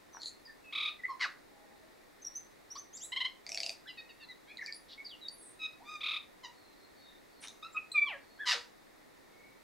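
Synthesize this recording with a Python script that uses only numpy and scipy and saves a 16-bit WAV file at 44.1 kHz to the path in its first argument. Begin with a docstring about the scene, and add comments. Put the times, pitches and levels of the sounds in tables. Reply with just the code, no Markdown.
"""Honeyeater in a near tree

A honeyeater sings from a tree close to a stereo microphone pair, in phrases with short rests.
Settling tones make whistles, scoops squeaks, shaped harmonics notes, trills and a bell; tone pairs warble.
Short resonances make dry clicks, uneven pulses harsh rasps, and bands of noise hoarse hisses.
A limb and the twigs around it answer briefly; behind are a soft outdoor hiss and faint far birds."""
import sys
import numpy as np
from scipy import signal
from scipy.fft import rfft, irfft, next_fast_len
from scipy.io import wavfile
from scipy.ndimage import map_coordinates

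SR = 44100
rng = np.random.default_rng(int(sys.argv[2]) if len(sys.argv) > 2 else 0)


def file_out(sig):
    """Save sig as 16-bit WAV at sys.argv[1]."""
    # one column per channel
    cols = np.atleast_2d(sig).T
    # limit, then scale
    lim = np.clip(cols, -1, 1)
    pcm = np.round(lim * 32767).astype(np.int16)
    wavfile.write(sys.argv[1], SR, pcm)


N = 424683

# colour of the outdoor hiss: frequency_hz, relative_density_db (per Hz)
AIR_COLOUR = [(12, -25.5), (20, 2), (59, -11), (153, -7.5), (227, -3.5), (292, -0.5), (775, -6.5),
              (1650, -13.5), (1840, -8), (3130, -22.5), (3700, -16), (5780, -23.5), (15800, -30)]
# likeness of the hiss at the two microphones: frequency_hz, left_right_correlation (-1 to 1)
AIR_CORRELATION = [(25, 1), (60, 0.31), (180, -0.46), (700, -0.33), (1500, 0.14), (12000, 0.67)]
AIR_DB = -59  # rms, ahead of the microphone's band limits
# faint far calls: start_s, length_s, start_hz, end_hz, level_db (ahead of flutter and scatter)
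FAR_CALLS = [(1.46, .39, 819, 811, -62), (1.532, .33, 641, 641, -62), (6.52, .22, 4410, 3980, -64),
             (6.757, 0.14, 4400, 4100, -64.5), (6.946, .1, 4530, 4300, -63), (6.99, .18, 3810, 3630, -62),
             (7.31, .09, 4530, 4180, -65), (8.2, .18, 4420, 4350, -65), (9.322, .21, 2164, 2290, -61.5)]
# decay of the scatter from twigs and leaves: frequency_hz, t60_s
WOODS_DECAY = [(200, 0.41), (3000, 0.26), (15000, 0.33)]
TOP_HZ = 15800  # upper band limit

# hoarse hisses: start_s, length_s, level_db, centre_hz, width_octaves
HISSES = [(.195, 0.088, -50.5, 4340, .064), (.202, 0.1, -57.5, 6900, .11), (.235, .06, -64, 9600, .1),
          (3.025, .045, -59, 10500, .12), (3.476, .262, -59.8, 5600, .7), (4.608, .09, -62, 5500, .14),
          (4.882, .06, -53, 3900, .28), (7.404, .05, -57, 9160, .17), (7.418, .04, -52.5, 1850, 1),
          (7.416, .05, -57, 5700, 0.15)]

# single dry clicks: start_s, level_db, resonance_hz, upper_db (second resonance and crack, against the first)
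SINGLE_CLICKS = [(0.147, -42, 1040, -20), (0.169, -41, 940, -3.5), (.217, -36.5, 4100, -16),
                 (.232, -33, 4210, -16), (0.2574, -30, 4240, -21), (.2703, -34.5, 4420, -11),
                 (.282, -34.5, 4330, -22), (4.571, -35.5, 4150, -24), (4.661, -32, 4650, -19),
                 (4.7238, -30.5, 4660, -26), (4.745, -38, 4600, -22), (7.438, -42, 2300, -3.5),
                 (7.4722, -42, 3550, -2), (7.482, -37.5, 3870, -5)]
CLICK_UPPER_RATIO = 1.62  # a single click's second resonance over its first
# the rattle is a run of clicks that slows a little
RATTLE_AT_S, RATTLE_COUNT, RATTLE_GAP_S, RATTLE_SLOWING_S = 3.465, 9, .0258, .00034
# full level, first click against it, clicks it takes to build up
RATTLE_DB, RATTLE_ONSET_DB, RATTLE_BUILD_CLICKS = -31, -9.5, 2.6
# mean pitch of its two resonances; level of the upper against the lower
RATTLE_LOW_HZ, RATTLE_HIGH_HZ, RATTLE_HIGH_DB = 2530, 5050, 3.5

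# harsh rasps: start_s, length_s, break_s (after the start), pitch_hz (at the start),
# level_db, clean_fundamental_db, clean_octave_db
RASPS = [(1.195, 0.074, .05, 1062, -34.5, -52.5, -32.5), (8.455, .15, .076, 1005, -31.5, -49.5, -50)]
# throat colour, one list for each rasp: frequency_hz, relative_gain_db
RASP_COLOURS = [
    [(240, -76), (400, -42), (880, -19), (979, -12.5), (1500, 3.5), (2000, 0.5), (3550, -9.5), (4260, -3),
     (15000, -56)],
    [(240, -67), (400, -21), (804, -17), (949, -11), (1160, -3), (1800, -2.5), (2150, -3.5), (4810, -3.5),
     (15000, -44.5)],
]
RASP_ATTACK_S, RASP_ONSET_DB, RASP_RELEASE_DB_PER_S = 0.019, -22, 618
# pitch sags, then drops by a share, from just before the break
RASP_SAG_HZ_PER_S, RASP_DROP, RASP_DROP_S, RASP_LEAD_S = 1000, .49, .046, .019

# two-voiced warbles: start_s, length_s, low_start_hz, low_end_hz, high_start_hz, high_end_hz,
# level_db (high voice, ahead of the bill)
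DUETS = [(3.87, 0.048, 1906, 2030, 3630, 2730, -46.5), (3.972, 0.04, 1910, 1873, 2610, 2520, -46.5),
         (4.089, 0.031, 1939, 1847, 3010, 2550, -54), (4.196, 0.057, 1930, 1750, 2776, 2674, -55),
         (4.471, 0.057, 1537, 1725, 2024, 2574, -58)]
# pure whistles: start_s, length_s, start_hz, end_hz (both sound 1 % lower), peak_place (0-1), level_db
WHISTLES = [(0.129, 0.042, 6150, 5730, 1, -51.5), (.452, 0.025, 5140, 4680, 0.4, -51.5),
            (0.474, 0.042, 1890, 1767, 0.6, -53.5), (0.64, 0.073, 2660, 2590, 0.95, -54),
            (0.991, 0.023, 2080, 1950, .3, -50), (1.035, 0.022, 1900, 2057, 0.83, -33),
            (2.97, 0.01, 6660, 4600, 0.1, -46.5), (3.857, 0.023, 1440, 1810, .6, -52),
            (4.222, 0.032, 4560, 4100, .8, -54), (4.499, .026, 2140, 2515, .6, -50.5),
            (4.582, 0.022, 2280, 1845, 0.46, -43), (4.61, 0.023, 2360, 1715, .54, -38.5),
            (4.666, .03, 2510, 2226, 1, -43.5), (4.68, 0.035, 1900, 1773, .1, -46.5),
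            (4.976, 0.048, 2235, 2218, 0.5, -45.5), (5.046, 0.029, 5120, 4540, 0.95, -41.5),
            (5.085, .068, 4330, 2790, 0.74, -50.5), (5.211, .068, 4040, 3795, 0.86, -47),
            (5.339, .19, 11700, 9200, .75, -58.5), (5.379, 0.11, 9100, 8230, .9, -57),
            (5.802, 0.042, 647, 1012, 0.3, -55), (7.765, .017, 2568, 2530, .7, -29)]
# high squeaks that scoop up to their top: start_s, length_s, top_hz, level_db
SQUEAKS = [(2.218, 0.017, 6300, -49), (2.246, 0.0072, 5790, -36), (2.264, .013, 5710, -35),
           (2.351, 0.024, 6200, -36), (2.702, .034, 5960, -42.5), (2.767, 0.036, 6180, -43.5),
           (2.928, 0.049, 7620, -45), (3.002, 0.059, 8010, -44), (4.734, 0.045, 10200, -51.5),
           (5.283, 0.0059, 4650, -34), (5.311, 0.039, 10000, -54), (7.724, 0.022, 7500, -58.5)]
SCOOP_S = 0.1  # every squeak climbs the same parabola, which would take this long from zero pitch
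# reedy notes: start_s, length_s, start_hz, end_hz, arch_hz (added in the middle), peak_place (0-1),
# fundamental_db, throat_hz, throat_sharpness, overtones_db (ahead of the throat)
NOTES = [(1.081, 0.056, 1131, 1020, 10, 0.67, -35.5, 4620, 8.3, -51),
         (2.753, 0.023, 946, 1265, 0, .3, -46, 4660, 5.4, -44),
         (4.28, 0.049, 1950, 1850, 130, 0.6, -51, 3880, 5.8, -45),
         (5.59, 0.078, 1286, 1263, 0, 0.97, -54.5, 3340, 5.1, -29.5),
         (5.845, 0.13, 1162, 1205, 48, 0.87, -47, 3520, 0.25, -46.5),
         (6.431, .039, 1059, 923, 0, 0.5, -48.5, 4430, .2, -50),
         (7.625, 0.056, 1226, 1354, 0, .12, -45, 3540, 4.4, -40.5),
         (7.742, .032, 1253, 1265, 0, .91, -38, 2530, 1.4, -44),
         (7.917, 0.011, 3950, 4210, 0, .12, -37, 8300, 3.3, -44),
         (8.388, .07, 1565, 1470, 210, 0.48, -38.5, 3200, 4, -53)]

# throat resonances through an open bill: frequency_hz, gain_db
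OPEN_THROAT = [(900, -16), (1300, -12), (1900, -4), (2400, -3), (3100, -1.5), (3750, 1), (4200, -10.5),
               (4900, -21.5), (6300, -33.5), (8000, -41.5), (12000, -37.5)]
# trills: start_s, flick_count, gap_s, top_hz (mean), level_db (ahead of onset, fade and throat)
TRILLS = [(0.7247, 7, 0.025, 1299, -31.5), (3.119, 4, .042, 1057, -29), (6.006, 7, .0255, 1325, -32.5)]
# first flick against the rest, flicks it takes to build up, loss per flick
TRILL_ONSET_DB, TRILL_BUILD_FLICKS, TRILL_FADE_DB = -7.5, 0.64, 0.38

# swell of the long bell note: time_s, level_db (ahead of the bell's gain and throat)
BELL_SWELL = [(7.935, -64), (7.951, -29.5), (7.967, -25), (7.985, -22), (8.007, -36), (8.021, -24),
              (8.033, -27), (8.061, -39.5), (8.133, -43), (8.18, -56.5)]
BELL_HZ, BELL_SHARP_HZ, BELL_SETTLE_S = 1165, 86, 0.0275  # held pitch; it starts sharp and settles
SLIDE_AT_S, SLIDE_S, SLIDE_END_HZ = 8.05, .108, 547  # its closing slide
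HOP_AT_S, HOP_S = 8.04, .045  # the throat moves from the octave to the third harmonic


def amp(db):
    """Decibels to gain."""
    return 10 ** (np.asarray(db) / 20)


def unit(x):
    """Scale to rms 1."""
    return x / np.sqrt(np.mean(x ** 2) + 1e-20)


def along(points, hz):
    """(Hz, value) points on a log axis."""
    f, v = np.transpose(points)
    return np.interp(np.log(hz + 1), np.log(f + 1), v)


def curves(rows):
    """One value per sample for each column, from the first row's time to the last."""
    s, *cols = np.transpose(rows)
    return [np.interp(np.arange(s[0], s[-1], 1 / SR), s, c) for c in cols]


def wobble(n, rate):
    """A smooth random curve of n samples, rate knots a second."""
    return map_coordinates(rng.standard_normal(1024), [np.arange(n) * rate / SR], mode="mirror")


def filtered(x, response):
    """x times a response of frequency."""
    n = x.shape[-1]
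    m = next_fast_len(n + 8192)
    return irfft(rfft(x, m) * response(np.fft.rfftfreq(m, 1 / SR)), m)[..., :n]


def add(track, s, sound):
    """Mix a sound into a track at time s."""
    part = track[max(round(s * SR), 0):][:len(sound)]
    part += sound[:len(part)]


def swell(length, peak, shape):
    """A rounded rise and fall with its top at the share peak of its length."""
    u = np.linspace(0, 1, int(length * SR))
    return np.abs(np.sin(np.pi * np.interp(u, [0, np.clip(peak, .03, .97), 1], [0, .5, 1]))) ** shape


def phase_of(pitch, jitter, rate):
    """Phase of a membrane whose pitch trembles by the share jitter."""
    return 2 * np.pi * np.cumsum(pitch * (1 + jitter * wobble(len(pitch), rate))) / SR


def band_noise(n, hz, octaves):
    """Noise of rms 1 in a bell-shaped band."""
    return unit(filtered(rng.standard_normal(SR), lambda f: np.exp(-.5 * (np.log2((f + 1) / hz) / octaves) ** 2)))[:n]


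def sing(env, pitch, partials, jitter, flutter_db=1.86):
    """One note of (multiple of the pitch, gain) partials; it flutters a little in strength."""
    phase = phase_of(pitch, jitter, rate=480)
    tone = sum(gain * np.sin(k * phase) for k, gain in partials if k * pitch.mean() < TOP_HZ)
    return env * amp(flutter_db * wobble(len(env), 403.5)) * tone


def air():
    """Steady outdoor hiss, partly shared by the two microphones."""
    def mid_side_gains(hz):
        # the angle whose mid and side shares give the wanted correlation
        angle = np.arccos(np.clip(along(AIR_CORRELATION, hz), -1, 1)) / 2
        return amp(along(AIR_COLOUR, hz)) * [np.cos(angle), np.sin(angle)]

    mid, side = filtered(rng.standard_normal((2, N)), mid_side_gains)
    return amp(AIR_DB) * unit(np.array([mid + side, mid - side]))


def far_calls():
    """Distance makes these gliding tones waver in pitch and flutter in level."""
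    out = np.zeros(N)
    for start_s, length, start_hz, end_hz, db in FAR_CALLS:
        env = swell(length, peak=0.61, shape=0.32)
        phase = phase_of(np.linspace(start_hz, end_hz, len(env)), jitter=0.0248, rate=550)
        flutter_db = 3 * wobble(len(env), 70)
        add(out, start_s, amp(db + flutter_db) * env * np.sin(phase))
    return out


def woods(x, side_db=-9.5, delay_s=.004):
    """Decaying scatter from twigs and leaves; it changes each half second as the bird turns its head."""
    hop = SR // 2
    out = np.zeros((2, N + hop))
    padded = np.pad(x, (hop, SR))
    for start in range(0, N + hop, hop):
        hz, t, noise = signal.stft(rng.standard_normal((2, hop)), SR, nperseg=256)
        decay = amp(-60 * t / along(WOODS_DECAY, hz)[:, None])
        mid, side = signal.istft(noise * decay, SR, nperseg=256)[1]
        side = amp(side_db) * side
        piece = padded[start:start + SR] * np.hanning(SR)  # overlapping pieces crossfade
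        for channel, tail in zip(out, (mid + side, mid - side)):
            scatter = signal.fftconvolve(piece, tail / np.linalg.norm(tail))
            add(channel, start / SR + delay_s, scatter)
    return out[:, hop:]


def limb_echo(bird):
    """One echo off a near limb, later and weaker than the direct song."""
    out = np.zeros(N)
    add(out, .009, amp(-8.0) * bird)
    return out


def ease(t, start, length):
    """A smooth step from 0 to 1."""
    return np.sin(np.pi / 2 * np.clip((t - start) / length, 0, 1)) ** 2


def settle(start, end, n, power=1.8):
    """A pitch that moves quickly at first and comes to rest."""
    return end + (start - end) * np.linspace(1, 0, n) ** power


def resonance(hz, throat, sharpness):
    """Gain of one throat resonance, with a steep fall above it."""
    return 1 / np.hypot(1, sharpness * (hz / throat - throat / hz)) / np.hypot(1, (hz / (0.99 * throat)) ** 3.37)


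def hisses():
    """Toneless, crackly bands of noise from the open bill."""
    out = np.zeros(N)
    for start_s, length, db, hz, octaves in HISSES:
        env = swell(length, peak=0.99, shape=0.5)
        crackle_db = 1.4 * wobble(len(env), 400)
        add(out, start_s, env * amp(db + crackle_db) * band_noise(len(env), hz, octaves))
    return out


def rattle_clicks(scatter=.055):
    """Start s, dB, lower Hz, upper Hz and upper dB of each click in a rattle that builds up and slows."""
    run = []
    for k, (low, high) in enumerate(1 + scatter * rng.standard_normal((RATTLE_COUNT, 2))):
        start_s = RATTLE_AT_S + RATTLE_GAP_S * k + RATTLE_SLOWING_S * k * k
        db = RATTLE_DB + RATTLE_ONSET_DB * np.exp(-k / RATTLE_BUILD_CLICKS)
        run.append((start_s, db, RATTLE_LOW_HZ * low, RATTLE_HIGH_HZ * high, RATTLE_HIGH_DB))
    return run


def click_tone(n, hz):
    """A slightly unsteady tone of n samples for a click's resonance."""
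    return np.sin(phase_of(np.full(n, hz), jitter=0.044, rate=1800))


def clicks(t60_s=0.012, attack_s=0.0015, crack_db=-7, gulp_db=-18):
    """Each click rings two short resonances; in the rattle a low falling gulp follows, scaled with its click."""
    out = np.zeros(N)
    t = np.arange(SR // 40) / SR
    attack = np.sin(np.pi / 2 * np.minimum(t / attack_s, 1)) ** 2
    env = attack * amp(-60 * np.maximum(t - attack_s, 0) / t60_s)
    run = rattle_clicks()
    singles = [(s, db, hz, CLICK_UPPER_RATIO * hz, upper_db) for s, db, hz, upper_db in SINGLE_CLICKS]
    for start_s, db, low_hz, high_hz, upper_db in run + singles:
        crack = amp(crack_db) * band_noise(len(t), high_hz, octaves=0.5)
        upper = amp(upper_db) * (click_tone(len(t), high_hz) + crack)
        add(out, start_s, amp(db) * env * (click_tone(len(t), low_hz) + upper))
    for start_s, db, *_ in run:
        gulp = swell(0.015, peak=0.34, shape=0.23)
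        phase = 2 * np.pi * np.cumsum(np.linspace(760, 560, len(gulp))) / SR
        add(out, start_s + 0.00287, amp(db + gulp_db) * gulp * np.sin(phase))
    return out


def rasps(beat_hz=212, depth=0.35, noise_db=-15, smear_s=0.000874):
    """One side of the voice box fires uneven pulses; the other chops them into slower beats."""
    out = np.zeros(N)
    for row, colour in zip(RASPS, RASP_COLOURS):
        start_s, length, break_s, hz, top_db, fundamental_db, octave_db = row
        n = int(length * SR)
        t = np.arange(n) / SR
        sagging = hz - RASP_SAG_HZ_PER_S * np.minimum(t, break_s)
        pitch = sagging * (1 - RASP_DROP * ease(t, break_s - RASP_LEAD_S, RASP_DROP_S))
        onset_db = RASP_ONSET_DB * np.maximum(1 - t / RASP_ATTACK_S, 0)
        release_db = RASP_RELEASE_DB_PER_S * np.maximum(t - break_s, 0)
        # one pulse each time the phase completes a cycle
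        cycles = np.floor(phase_of(pitch, jitter=0.056, rate=900) / (2 * np.pi))
        pulses = unit(np.diff(cycles, prepend=0) * amp(3 * wobble(n, 900)))
        beat = 1 + depth * np.sin(phase_of(np.full(n, beat_hz), jitter=0.044, rate=138))
        source = beat * (pulses + amp(noise_db) * rng.standard_normal(n))

        def throat(hz):
            # low frequencies are held longer than high ones, which spreads each pulse
            smear = np.exp(2j * np.pi * smear_s * 3000 * np.exp(-hz / 3000))
            return amp(along(colour, hz)) * smear

        add(out, start_s, amp(top_db + onset_db - release_db) * unit(filtered(source, throat)))
        # a clean tone on the same pitch runs through the rasp, strongest at the break
        env = swell(length, break_s / length, shape=1.0)
        partials = [(1, amp(fundamental_db)), (2, amp(octave_db))]
        add(out, start_s, sing(env, pitch, partials, jitter=0.018))
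    return out


def duets(low_db=-6, low_octave_db=-5, sum_db=-5, high_octave_db=-14):
    """Both sides of the voice box sound at once; their coupling adds octaves and a sum tone."""
    out = np.zeros(N)
    for start_s, length, low_start, low_end, high_start, high_end, db in DUETS:
        env = swell(length, peak=0.49, shape=0.68)
        low = phase_of(settle(low_start, low_end, len(env), power=1.95), jitter=0.013, rate=520)
        high = phase_of(settle(high_start, high_end, len(env), power=1.9), jitter=0.011, rate=550)
        voices = np.sin(high) + amp(low_db) * np.sin(low)
        octaves = amp(low_octave_db) * np.sin(2 * low) + amp(high_octave_db) * np.sin(2 * high)
        sum_tone = amp(sum_db) * np.sin(low + high)
        add(out, start_s, amp(db) * env * (voices + octaves + sum_tone))
    # a nearly shut bill mutes their top
    return filtered(out, lambda hz: 1 / np.hypot(1, (hz / 4700) ** 10))


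def whistles():
    """Pure notes, each a rounded swell on a settling pitch."""
    out = np.zeros(N)
    for start_s, length, start_hz, end_hz, peak, db in WHISTLES:
        env = swell(length, peak, shape=0.38)
        pitch = settle(start_hz, end_hz, len(env), power=1.8)
        add(out, start_s, sing(env, pitch, [(0.99, amp(db))], jitter=0.012))
    return out


def squeaks(under_db=-9, split_s=0.062, between_db=-28, octave_db=-30):
    """Upward scoops; alternate cycles differ, adding tones at half and one and a half times the pitch."""
    out = np.zeros(N)
    for start_s, length, top_hz, db in SQUEAKS:
        # the half-pitch tone grows steeply with length and reaches under_db at split_s
        under = amp(under_db) * (length / split_s) ** 4
        partials = [(1, 1), (1 / 2, under), (1 + 1 / 2, amp(between_db)), (2, amp(octave_db))]
        env = swell(length, peak=0.7, shape=0.65)
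        pitch = top_hz * (1 - (np.linspace(length, 0, len(env)) / SCOOP_S) ** 2)
        add(out, start_s, amp(db) * sing(env, pitch, partials, jitter=.008))
    return out


def notes():
    """Reedy notes: a fundamental with overtones shaped by one throat resonance."""
    out = np.zeros(N)
    for row in NOTES:
        start_s, length, start_hz, end_hz, arch_hz, peak, db, throat_hz, sharpness, overtones_db = row
        env = swell(length, peak, shape=0.93)
        arch = arch_hz * np.sin(np.linspace(0, np.pi, len(env)))
        pitch = settle(start_hz, end_hz, len(env), power=1.5) + arch
        partials = [(1, amp(db))]
        for k in range(2, 8):
            partials.append((k, amp(overtones_db) * resonance(k * pitch, throat_hz, sharpness)))
        add(out, start_s, sing(env, pitch, partials, jitter=0.012))
    return out


def trill_flicks(scatter=0.014):
    """Start s, top Hz and dB of each flick: evenly spaced, building up quickly and fading slowly."""
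    flicks = []
    for start_s, count, gap_s, hz, db in TRILLS:
        for k in range(round(count)):
            top_hz = hz * (1 + scatter * rng.standard_normal())
            build_db = TRILL_ONSET_DB * np.exp(-k / TRILL_BUILD_FLICKS)
            flicks.append((start_s + k * gap_s, top_hz, db + build_db - TRILL_FADE_DB * k))
    return flicks


def trills(sweep=0.2205, jitter=0.031):
    """Quick, slightly rough upward flicks whose harmonics pass through the throat's resonances."""
    out = np.zeros(N)
    for start_s, top_hz, db in trill_flicks():
        env = swell(25 / top_hz, peak=0.55, shape=0.51)  # each flick lasts about the same number of cycles
        tension = (top_hz / 1300) ** 3.7  # high flicks sweep further and are rougher than low ones
        pitch = top_hz * (1 - sweep * tension * np.linspace(1, 0, len(env)) ** 2.05)
        phase = phase_of(pitch, jitter * tension, rate=1335)
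        tone = sum(amp(along(OPEN_THROAT, k * pitch)) * np.sin(k * phase) for k in range(1, 10))
        flutter_db = 1.2 * wobble(len(env), 517)
        add(out, start_s, amp(db + flutter_db) * env * tone)
    return out


def bell(sharpness=7, leak_db=-44, gain_db=4.0):
    """A narrow throat resonance picks out the octave, then the third harmonic as the pitch slides down."""
    out = np.zeros(N)
    start_s = BELL_SWELL[0][0]
    (db,) = curves(BELL_SWELL)
    t = start_s + np.arange(len(db)) / SR
    sharp = BELL_SHARP_HZ * np.exp(-((t - start_s) / BELL_SETTLE_S) ** 2)
    slide = (SLIDE_END_HZ - BELL_HZ) * ease(t, SLIDE_AT_S, SLIDE_S)
    pitch = BELL_HZ + sharp + slide
    throat_hz = pitch * (1.94 + 1.19 * ease(t, HOP_AT_S, HOP_S))
    phase = phase_of(pitch, jitter=0.005, rate=340)
    tone = sum(resonance(k * pitch, throat_hz, sharpness) * np.sin(k * phase) for k in range(2, 7))
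    add(out, start_s, amp(db + gain_db) * tone)
    # the fundamental leaks past the resonance, weaker as it falls
    leak = signal.windows.tukey(len(phase), .15) * (pitch / pitch.max()) ** 1.4 * np.sin(phase)
    add(out, start_s, amp(leak_db) * leak)
    return out


def scene():
    """The bird in the middle, one echo off a near limb, the woods and the air."""
    bird = hisses() + clicks() + rasps() + duets() + whistles() + squeaks() + notes() + trills() + bell()
    # far birds arrive only as scatter
    scatter = woods(amp(-3) * bird + far_calls())
    return air() + scatter + limb_echo(bird) + bird


def record(dry):
    """The microphone rolls off the bass below 45 Hz, and nothing is kept above the band limit."""
    return filtered(dry, lambda hz: (hz < TOP_HZ) * hz / np.hypot(hz, 45))


dry = scene()
out = record(dry)
file_out(out)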